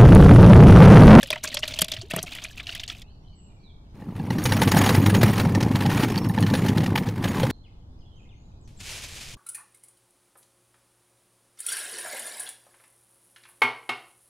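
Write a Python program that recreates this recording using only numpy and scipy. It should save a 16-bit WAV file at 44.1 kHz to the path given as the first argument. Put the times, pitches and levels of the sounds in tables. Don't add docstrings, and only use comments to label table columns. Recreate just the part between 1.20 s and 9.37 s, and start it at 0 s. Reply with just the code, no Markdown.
import sys
import numpy as np
from scipy import signal
from scipy.fft import rfft, irfft, next_fast_len
from scipy.io import wavfile
from scipy.ndimage import uniform_filter1d, map_coordinates

SR = 44100
rng = np.random.default_rng(int(sys.argv[2]) if len(sys.argv) > 2 else 0)


def unload_wav(signal):
    wavfile.write(
        sys.argv[1],
        SR,
        np.round(np.clip(np.atleast_2d(signal).T, -1, 1) * 32767).astype(np.int16),
    )


N = 360297

# (time [s], level [dB])
JOLT_HITS = [(3.1035, -21.5), (3.1829, -20), (3.2544, -8), (3.3207, -12), (3.4168, -7.5), (3.475, -15),
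             (3.517, -11), (3.5683, -14), (3.6611, -11), (3.691, -10), (3.7477, -15), (3.8609, -11.5),
             (3.9469, -13), (4.0117, -15), (4.03, -15.5), (4.061, -19), (4.1779, -16.5), (4.199, -13.5),
             (4.349, -18.5), (4.404, -18), (4.426, -16), (4.554, -17.5), (4.605, -18.5), (4.659, -16),
             (4.702, -22.5), (4.774, -20), (4.832, -13.5), (4.956, -22), (4.9768, -14.5), (5.183, -24.5),
             (5.225, -18.5), (5.264, -18), (5.299, -23), (5.3365, -11), (5.35, -14), (5.463, -18),
             (5.4839, -14.5), (5.579, -18.5), (5.6038, -24), (5.635, -17.5), (5.66, -17), (5.755, -10.5),
             (5.775, -11.5), (5.885, -24), (6.0394, -16), (6.169, -24.5), (6.1975, -15), (6.2314, -16.5)]
# (pitch [Hz], width of the resonance [Hz], level [dB])
STEEL_NOTES = [(4560, 70, -3), (5630, 66, 0), (6380, 42, -4), (6740, 45, -1), (8790, 96, -5),
               (9330, 110, -2), (9670, 39, -5), (9870, 45, 0), (11700, 74, -8), (12500, 46, -6),
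               (13100, 120, -7), (13700, 130, -3), (15200, 97, -5)]
HOLLOW_HZ, HOLLOW_CLIMB_HZ_PER_S = 594, 59


def amp(db):
    return 10 ** (np.asarray(db) / 20)


def unit(x):
    return x / np.sqrt(np.mean(x ** 2) + 1e-20)


def along(points, hz):
    freqs, values = np.transpose(points)
    return np.interp(np.log(hz + 1), np.log(freqs + 1), values)


def gains(rows):
    times, *columns = np.transpose(rows)
    return [amp(np.interp(np.arange(N) / SR, times, db, left=-200, right=-200)) for db in columns]


def wobble(rate):
    return map_coordinates(rng.standard_normal(int(N * rate / SR) + 4), [np.arange(N) * rate / SR])


def filtered(x, response):
    size = next_fast_len(N + SR // 2)
    return irfft(rfft(x, size) * response(np.fft.rfftfreq(size, 1 / SR)), size)[..., :N]


def shaped_noise(volume, colour):
    return unit(filtered(volume * rng.standard_normal(N), lambda hz: amp(along(colour, hz))))


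def bursts(count, spread_db, t60):
    where, size = rng.random((count, 2)).T
    kicks = np.bincount((where * N).astype(int), amp(-spread_db * np.log(size + 1e-9)), N)
    return unit(signal.lfilter([1], [1, -amp(-60 / (t60 * SR))], kicks))


def crack(t, low_hz, high_hz, t60, attack):
    band = signal.butter(3, [low_hz, min(high_hz, .45 * SR)], "bandpass", fs=SR, output="sos")
    lumps = amp(4.3 * np.repeat(rng.standard_normal(len(t) // 64 + 1), 64)[:len(t)])
    noise = unit(lumps * rng.standard_normal(len(t)))
    burst = noise * amp(-60 * t / t60) * (1 - np.exp(-(t / attack) ** 2))
    return .5 * signal.sosfilt(band, burst) * np.sqrt(SR / 2 / (high_hz - low_hz))


def ring(t, hz, t60, rise=0, soft=2.2):
    tone = np.sin(2 * np.pi * hz * (t + rise * t * t / 2))
    return tone * amp(-60 * t / t60) * (1 - np.exp(-t * hz / soft))


def grains(hz, t60, db, samples=SR // 25):
    t = np.arange(samples) / SR
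    places = (rng.random(len(hz)) * N).astype(int)[:, None] + np.arange(samples)
    notes = amp(db)[:, None] * ring(t, hz[:, None], t60[:, None])
    return unit(np.bincount(places.ravel(), notes.ravel(), N + samples)[:N])


def murmur():
    # (frequency [Hz], level [dB])
    colour = [(20, -5), (94, -5), (540, -31.5), (841, -30), (1350, -40), (3010, -51.5), (3460, -43),
              (7100, -53.5), (8620, -59.5), (15000, -69)]
    # (frequency [Hz], likeness [1 same, -1 opposite])
    likeness = [(60, 1), (380, 0.86), (2380, -1), (15000, 0.03)]

    def mid_and_side(hz):
        angle = np.arccos(np.clip(along(likeness, hz), -1, 1)) / 2
        return amp(along(colour, hz)) * [np.cos(angle), np.sin(angle)]

    noise = rng.standard_normal((2, N)) * amp(.8 * wobble(11))
    mid, side = filtered(noise, mid_and_side)
    return amp(-46.5) * unit(np.array([mid + side, mid - side]))


def chatter(count=500, length_s=.05):
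    starts = rng.random(count) * N / SR
    pitch, slide, size = rng.standard_normal((3, count))
    hz = 3500 * amp(2.5 * np.clip(pitch, -2, 2))
    return list(zip(starts, np.full(count, length_s), hz, hz * amp(1.2 * slide), -90 + 1.5 * size))


def birds():
    # (start [s], length [s], first pitch [Hz], last pitch [Hz], level [dB])
    glides = [(1.842, 0.079, 2530, 3100, -73.5), (1.879, 0.057, 4020, 4530, -74),
              (2.037, 0.32, 3097, 2796, -77), (2.074, 0.086, 4100, 4450, -76),
              (2.153, 0.13, 7800, 7580, -73), (2.281, 0.42, 2415, 2260, -81),
              (2.39, 0.059, 4550, 4350, -78), (2.435, 0.088, 4270, 3220, -70),
              (4.887, 0.2, 5500, 5420, -59), (5.365, 0.056, 6830, 7000, -60),
              (6.31, 0.097, 4230, 4130, -75), (6.44, 0.052, 3490, 2000, -71),
              (6.852, 0.12, 3430, 3050, -75.5), (7.088, 0.063, 3820, 2020, -70.5),
              (7.41, 0.059, 7840, 5780, -73.5), (7.57, 0.058, 7800, 6660, -67)]
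    # (start [s], length [s], first pitch [Hz], turning pitch [Hz], level [dB])
    turns = [(6.767, .056, 4310, 5100, -79.5), (6.81, 0.059, 3370, 2780, -77.5),
             (6.951, 0.11, 6010, 7200, -84), (6.966, 0.085, 3180, 2450, -72),
             (7.031, 0.055, 3130, 2050, -73.5), (7.144, 0.19, 6060, 7100, -84.5)]
    out = np.zeros((2, N + SR))
    quaver = 1 + 0.0079 * wobble(70)
    calls = [(row, lambda u: 1 - (1 - u) ** 1.4) for row in glides + chatter()]
    calls += [(row, lambda u: np.sin(np.pi * u) ** 1.6) for row in turns]
    for (start, length, first_hz, far_hz, db), path in calls:
        u = np.linspace(0, 1, round(length * SR))
        hz = (first_hz + (far_hz - first_hz) * path(u)) * quaver[:len(u)]
        volume = amp(db - 6.8 * u) * np.abs(np.sin(np.pi * u)) ** 0.22
        balance = amp(rng.normal(0, 2.5) * np.array([[1], [-1]]))
        out[:, round(start * SR):][:, :len(u)] += balance * volume * np.sin(2 * np.pi * np.cumsum(hz) / SR)
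    flutter_db = 1.6 * wobble(45) + 6.5 * np.clip(wobble(380), -2, 1)
    whistles = out[:, :N] * amp(flutter_db + 8)
    t = np.arange(SR // 2) / SR
    tail = rng.standard_normal((2, len(t))) * amp(-60 * t / 0.59)
    echoes = signal.fftconvolve(whistles, tail / np.linalg.norm(tail[0]), axes=1)[:, :N]
    return whistles + amp(1.5) * echoes


def trowel():
    # (time [s], level [dB])
    stroke = [(7.476, -57), (7.53, -68), (7.585, -65), (7.605, -43), (7.72, -37), (7.88, -43),
              (8.02, -41.5), (8.142, -44.5), (8.152, -53)]
    # (frequency [Hz], level [dB])
    colour = [(350, -14.5), (800, -13), (1180, -16), (2400, -5.5), (6850, -10), (10300, -16), (15500, -31)]
    roughness = amp(1.4 * wobble(38) + 1.47 * wobble(600))
    mid, side = (shaped_noise(roughness, colour) for _ in range(2))
    return gains(stroke)[0] * np.array([mid + amp(-9) * side, mid - amp(-13) * side])


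def ping(t, t60=.11):
    hz, width, db = np.transpose(STEEL_NOTES)[:, :, None]
    luck, life, detune = rng.standard_normal((3, len(hz), 1))
    pair = sum(ring(t, hz + side * detune * width, t60 * amp(2 * life)) for side in (-.5, 1))
    return np.sum(amp(db + 5 * luck) * pair, axis=0)


def wall(t):
    # (pitch [Hz], level [dB], fade time t60 [s])
    notes = [(508, -12, 0.054), (855.5, -8, 0.036), (1803, -12, 0.031), (2990, -20.5, 0.026),
             (4100, -18.5, 0.017)]
    return sum(amp(db + rng.normal(0, 4.8)) * ring(t, hz * rng.normal(1, 0.041), t60)
               for hz, db, t60 in notes)


def aftershake(t60=0.063):
    times, db = np.transpose(JOLT_HITS)
    kicks = np.bincount((times * SR).astype(int), amp(db + 13), N)
    return signal.lfilter([1], [1, -amp(-60 / (t60 * SR))], kicks)


def pebbles(shakes):
    pitch, size = rng.standard_normal((3500, 2)).T
    hz = np.clip(2100 * amp(5.5 * pitch), 400, 7000)
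    return unit(grains(hz, t60=32 / hz, db=2.8 * size - 1.1 * pitch) * (0.32 + shakes))


def jingle(clatter, shakes, count=2400, fade_db_per_s=5.5):
    hz, width, db = np.transpose(STEEL_NOTES)
    part, size = rng.integers(len(hz), size=count), rng.standard_normal(count)
    strike_db = db + 15 * np.log10(width)
    chinks = grains(hz[part], 6 / width[part] ** 1.3, strike_db[part] + 2.9 * size, samples=SR // 10)
    sizzle = shaped_noise((.1 + shakes) ** 1.7, [(4500, -41), (8000, -3), (15500, -1)])
    fade = amp(-48.5 + fade_db_per_s * (N / 2 - np.arange(N)) / SR)
    swing = (clatter / amp(-33)) ** 1.5
    return fade * swing * (unit(chinks * (0.85 + shakes)) + amp(-6.5) * sizzle)


def knocks():
    # (time [s], level [dB], pitch [Hz])
    drops = [(2.821, -29.5, 156), (2.997, -17.5, 164), (3.105, -9, 196), (3.252, -12.5, 125),
             (3.421, -13.5, 168), (3.565, -3, 175), (4.355, -11, 191), (4.654, -10, 158),
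             (4.833, -6.5, 270), (5.096, -16, 122), (5.177, -7, 220), (5.235, -7, 188), (5.289, -18.5, 176),
             (5.631, -11.5, 258), (6.231, -7, 121)]
    # (time [s], level [dB])
    clinks = [(3.238, -40), (4.81, -46), (5.088, -50), (5.205, -50), (6.085, -48)]
    out, t = np.zeros(N + SR), np.arange(SR // 6) / SR
    for s, db in JOLT_HITS:
        treble, brightness = amp(rng.normal(-16, 3)), amp(rng.normal(0, 1.6))
        knock = crack(t, 700 * brightness, 5000 * brightness, 0.035, 0.0029)
        knock += treble * crack(t, 8000, 16000, 0.045, 0.0062)
        thump = 0.6 * ring(t, 170 * amp(rng.normal(0, 2.2)), t60=0.15)
        out[round(s * SR):][:len(t)] += amp(db + 2) * (knock + thump + amp(-39) * ping(t) + wall(t))
    for s, db, hz in drops:
        boom = ring(t, hz, t60=9.5 / hz, soft=.6)
        out[round(s * SR):][:len(t)] += amp(db + 1.5) * (boom + amp(-5) * wall(t))
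    for s, db in clinks:
        out[round(s * SR):][:len(t)] += amp(db) * ping(t)
    return out[:N]


def wheelbarrow():
    # (time [s], rumble level [dB], clatter level [dB])
    journey = [(2.62, -81.5, -90), (2.8, -39, -55.5), (3.18, -25.5, -40), (3.3, -23.5, -31),
               (3.6, -17, -28), (3.85, -17.5, -30.5), (4.2, -20.5, -29.5), (4.3, -18.5, -36.5),
               (4.5, -21.5, -38.5), (4.6, -20, -33.5), (4.85, -22.5, -31), (5.0, -22.5, -40.5),
               (5.16, -24.5, -42.5), (5.25, -20, -36.5), (5.5, -21, -37.5), (5.82, -24.5, -43),
               (5.95, -29.5, -43.5), (6.06, -24, -34), (6.25, -23, -35), (6.312, -22.5, -30)]
    # (frequency [Hz], level [dB])
    tray_colour = [(40, -24), (84, -11), (101, 6), (128, -3), (190, -1.5), (271, -6.5), (663, -27),
                   (826, -21.5), (1200, -30.5), (2200, -120)]
    # (frequency [Hz], level [dB])
    rattle_colour = [(290, -3), (500, -4), (677, -9), (840, -4.5), (1410, -10), (1800, -7), (7740, -26),
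                     (9080, -23.5), (15700, -28)]
    rumble, clatter = gains(journey)
    drumming = shaped_noise(0.95 + bursts(count=900, spread_db=0.7, t60=0.012), tray_colour)
    shakes = uniform_filter1d(.4 * bursts(count=900, spread_db=2, t60=0.031) + aftershake(), size=200)
    rattle = shaped_noise(0.2 + shakes, rattle_colour) + amp(-5) * pebbles(shakes)
    rolling = rumble > 1e-6
    return rolling * (rumble * drumming + clatter * rattle + jingle(clatter, shakes) + knocks())


def hollow(t, s):
    hz = (HOLLOW_HZ + HOLLOW_CLIMB_HZ_PER_S * s) * rng.normal(1, 0.044)
    return amp(8) * crack(t, 97, 1600, 0.031, 0.0038) + ring(t, hz, t60=0.076)


def humming():
    t = np.arange(N) / SR
    return unit(wobble(160) * np.sin(2 * np.pi * (HOLLOW_HZ * t + HOLLOW_CLIMB_HZ_PER_S * t * t / 2)))


def gushing(rise_s=0.0044, fall_s=0.073, sag_db_per_s=23):
    # (start [s], end [s], starting level [dB])
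    gushes = [(0, 0.19, -44), (0.23, 0.382, -36), (0.423, 0.66, -41), (0.685, 0.844, -46.5),
              (0.897, 1.038, -39.5), (1.061, 1.358, -43.5), (1.366, 1.473, -51.5), (1.47, 1.675, -45),
              (1.683, 1.83, -50.5)]
    t = np.arange(N) / SR
    flow = amp(-58) * (t < gushes[-1][1])
    for start, end, db in gushes:
        edges = np.clip(np.minimum((t - start) / rise_s, (end - t) / fall_s), 0, 1)
        flow += edges * amp(db - sag_db_per_s * np.abs(t - start))
    return flow


def slurry():
    # (frequency [Hz], level [dB])
    fizz_colour = [(150, -29.5), (250, -5.5), (420, -20.5), (630, -15.5), (900, -16.5), (3200, -12.5),
                   (5500, -17), (12000, -29.5)]
    spurts = uniform_filter1d(bursts(count=2000, spread_db=2.4, t60=0.035), size=220)
    fizz = shaped_noise(0.13 + spurts, fizz_colour)
    flicks = uniform_filter1d(bursts(count=400, spread_db=-1, t60=0.0085), size=130)
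    spit = shaped_noise(flicks, [(3500, -21.5), (6000, -3), (15500, -18)])
    pitch, life, size = rng.standard_normal((7000, 3)).T
    hz = np.clip(3150 * amp(1.9 * pitch), 900, 12000)
    pops = grains(hz, t60=30 / hz * amp(3.5 * np.clip(life, -2, 1)), db=3.8 * size, samples=SR // 40)
    bubbles = unit(pops * (0.74 + spurts))
    return gushing() * (amp(-16) * humming() + amp(-11.5) * spit + amp(-5.5) * fizz + bubbles)


def squelch(t, hz, trail_s=.035):
    late = rng.random((12, 1))
    pitch, size = rng.standard_normal((2, 12, 1))
    pop_hz = hz * amp(3 * pitch)
    pops = ring(np.maximum(t - trail_s * late, 0), pop_hz, t60=26 / pop_hz)
    return amp(-11) * np.sum(amp(3.5 * size - 36 * late) * pops, axis=0)


def pour():
    # (time [s], level [dB], bubble pitch [Hz], spray level against the splat [dB])
    splats = [(0.029, -12.5, 3300, -7), (0.0705, -36, 3400, 11), (0.1034, -5.5, 3380, -6),
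              (0.1284, -8.5, 2410, -12), (0.158, -18.5, 2000, -39), (0.177, -24.5, 3060, -28),
              (0.2374, -12.5, 5900, 1.5), (0.2448, -22.5, 1580, 2), (0.275, -16, 4500, -27),
              (0.3426, -11.5, 4270, -3.5), (0.3693, -10.5, 3180, -19), (0.3907, -19, 5540, -4),
              (0.4315, -7, 2870, -34.5), (0.4776, -15.5, 3400, -5), (0.5198, -21, 3370, -18),
              (0.539, -16.5, 4340, -35), (0.5884, -8, 3210, 2), (0.6085, -18, 3130, 4),
              (0.6166, -6, 3180, 9), (0.6434, -16.5, 3450, -2), (0.682, -20.5, 3200, 0),
              (0.7168, -12.5, 3460, -5.5), (0.7355, -15.5, 3330, -34.5), (0.765, -18.5, 2920, -32),
              (0.8136, -20, 4400, -28), (0.9106, -14.5, 2620, -2), (0.9352, -20, 2970, -7),
              (0.9626, -19.5, 1850, 10.5), (0.9874, -15, 3190, -26), (1.0282, -15.5, 6100, -2),
              (1.15, -24, 2960, 3), (1.185, -22.5, 2300, -20), (1.2389, -19, 6400, -21.5),
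              (1.2474, -18, 2390, -31), (1.3988, -18.5, 2310, -37), (1.4685, -17, 2800, -18),
              (1.492, -15, 2840, -30), (1.524, -22, 2760, -30), (1.5492, -17, 3200, -6),
              (1.5962, -17.5, 3570, -19), (1.6342, -18.5, 3000, -5), (1.678, -19.5, 4500, -40),
              (1.6987, -16, 3390, -34), (1.8176, -30, 3400, -5)]
    # (time [s], level [dB], starting pitch [Hz])
    lumps = [(0.616, -23.5, 171), (0.934, -25.5, 173), (0.962, -24, 172), (0.981, -26.5, 154),
             (1.035, -36, 153)]
    # (time [s], level [dB], starting pitch [Hz])
    gloops = [(0.783, -15.5, 92), (0.831, -31, 340)]
    out, t = np.zeros(N + SR), np.arange(SR // 6) / SR
    for s, db, hz, spray_db in splats:
        wet = 0.47 * crack(t, 0.62 * hz, 1.68 * hz, 0.047, 0.0015)
        bubble = 0.84 * ring(t, hz, t60=40 / hz, rise=4.6)
        spray = amp(spray_db) * crack(t, 6500, 12500, 0.017, 0.0014)
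        air = amp(-14 - 10 * s) * hollow(t, s)
        out[round(s * SR):][:len(t)] += amp(db) * (wet + bubble + squelch(t, hz) + spray + air)
    for s, db, hz in lumps:
        thud = ring(t, hz, t60=0.053, rise=2.6) + 0.63 * crack(t, 110, 560, 0.035, 0.0019)
        out[round(s * SR):][:len(t)] += amp(db + 11) * thud + amp(db + 1) * hollow(t, s)
    for s, db, hz in gloops:
        out[round(s * SR):][:len(t)] += amp(db) * ring(t, hz, t60=0.082, rise=9.9)
    return out[:N] + slurry()


def scene():
    return pour() + wheelbarrow() + trowel() + birds() + murmur()


def record(dry):
    ceiling, top_hz = .85, 15800
    rounded = dry / (1 + np.abs(dry / ceiling) ** 6) ** (1 / 6)
    return filtered(rounded, lambda hz: np.clip((top_hz - hz) / 300 + .5, 0, 1) ** 2)


dry = scene()
out = record(dry)
unload_wav(out)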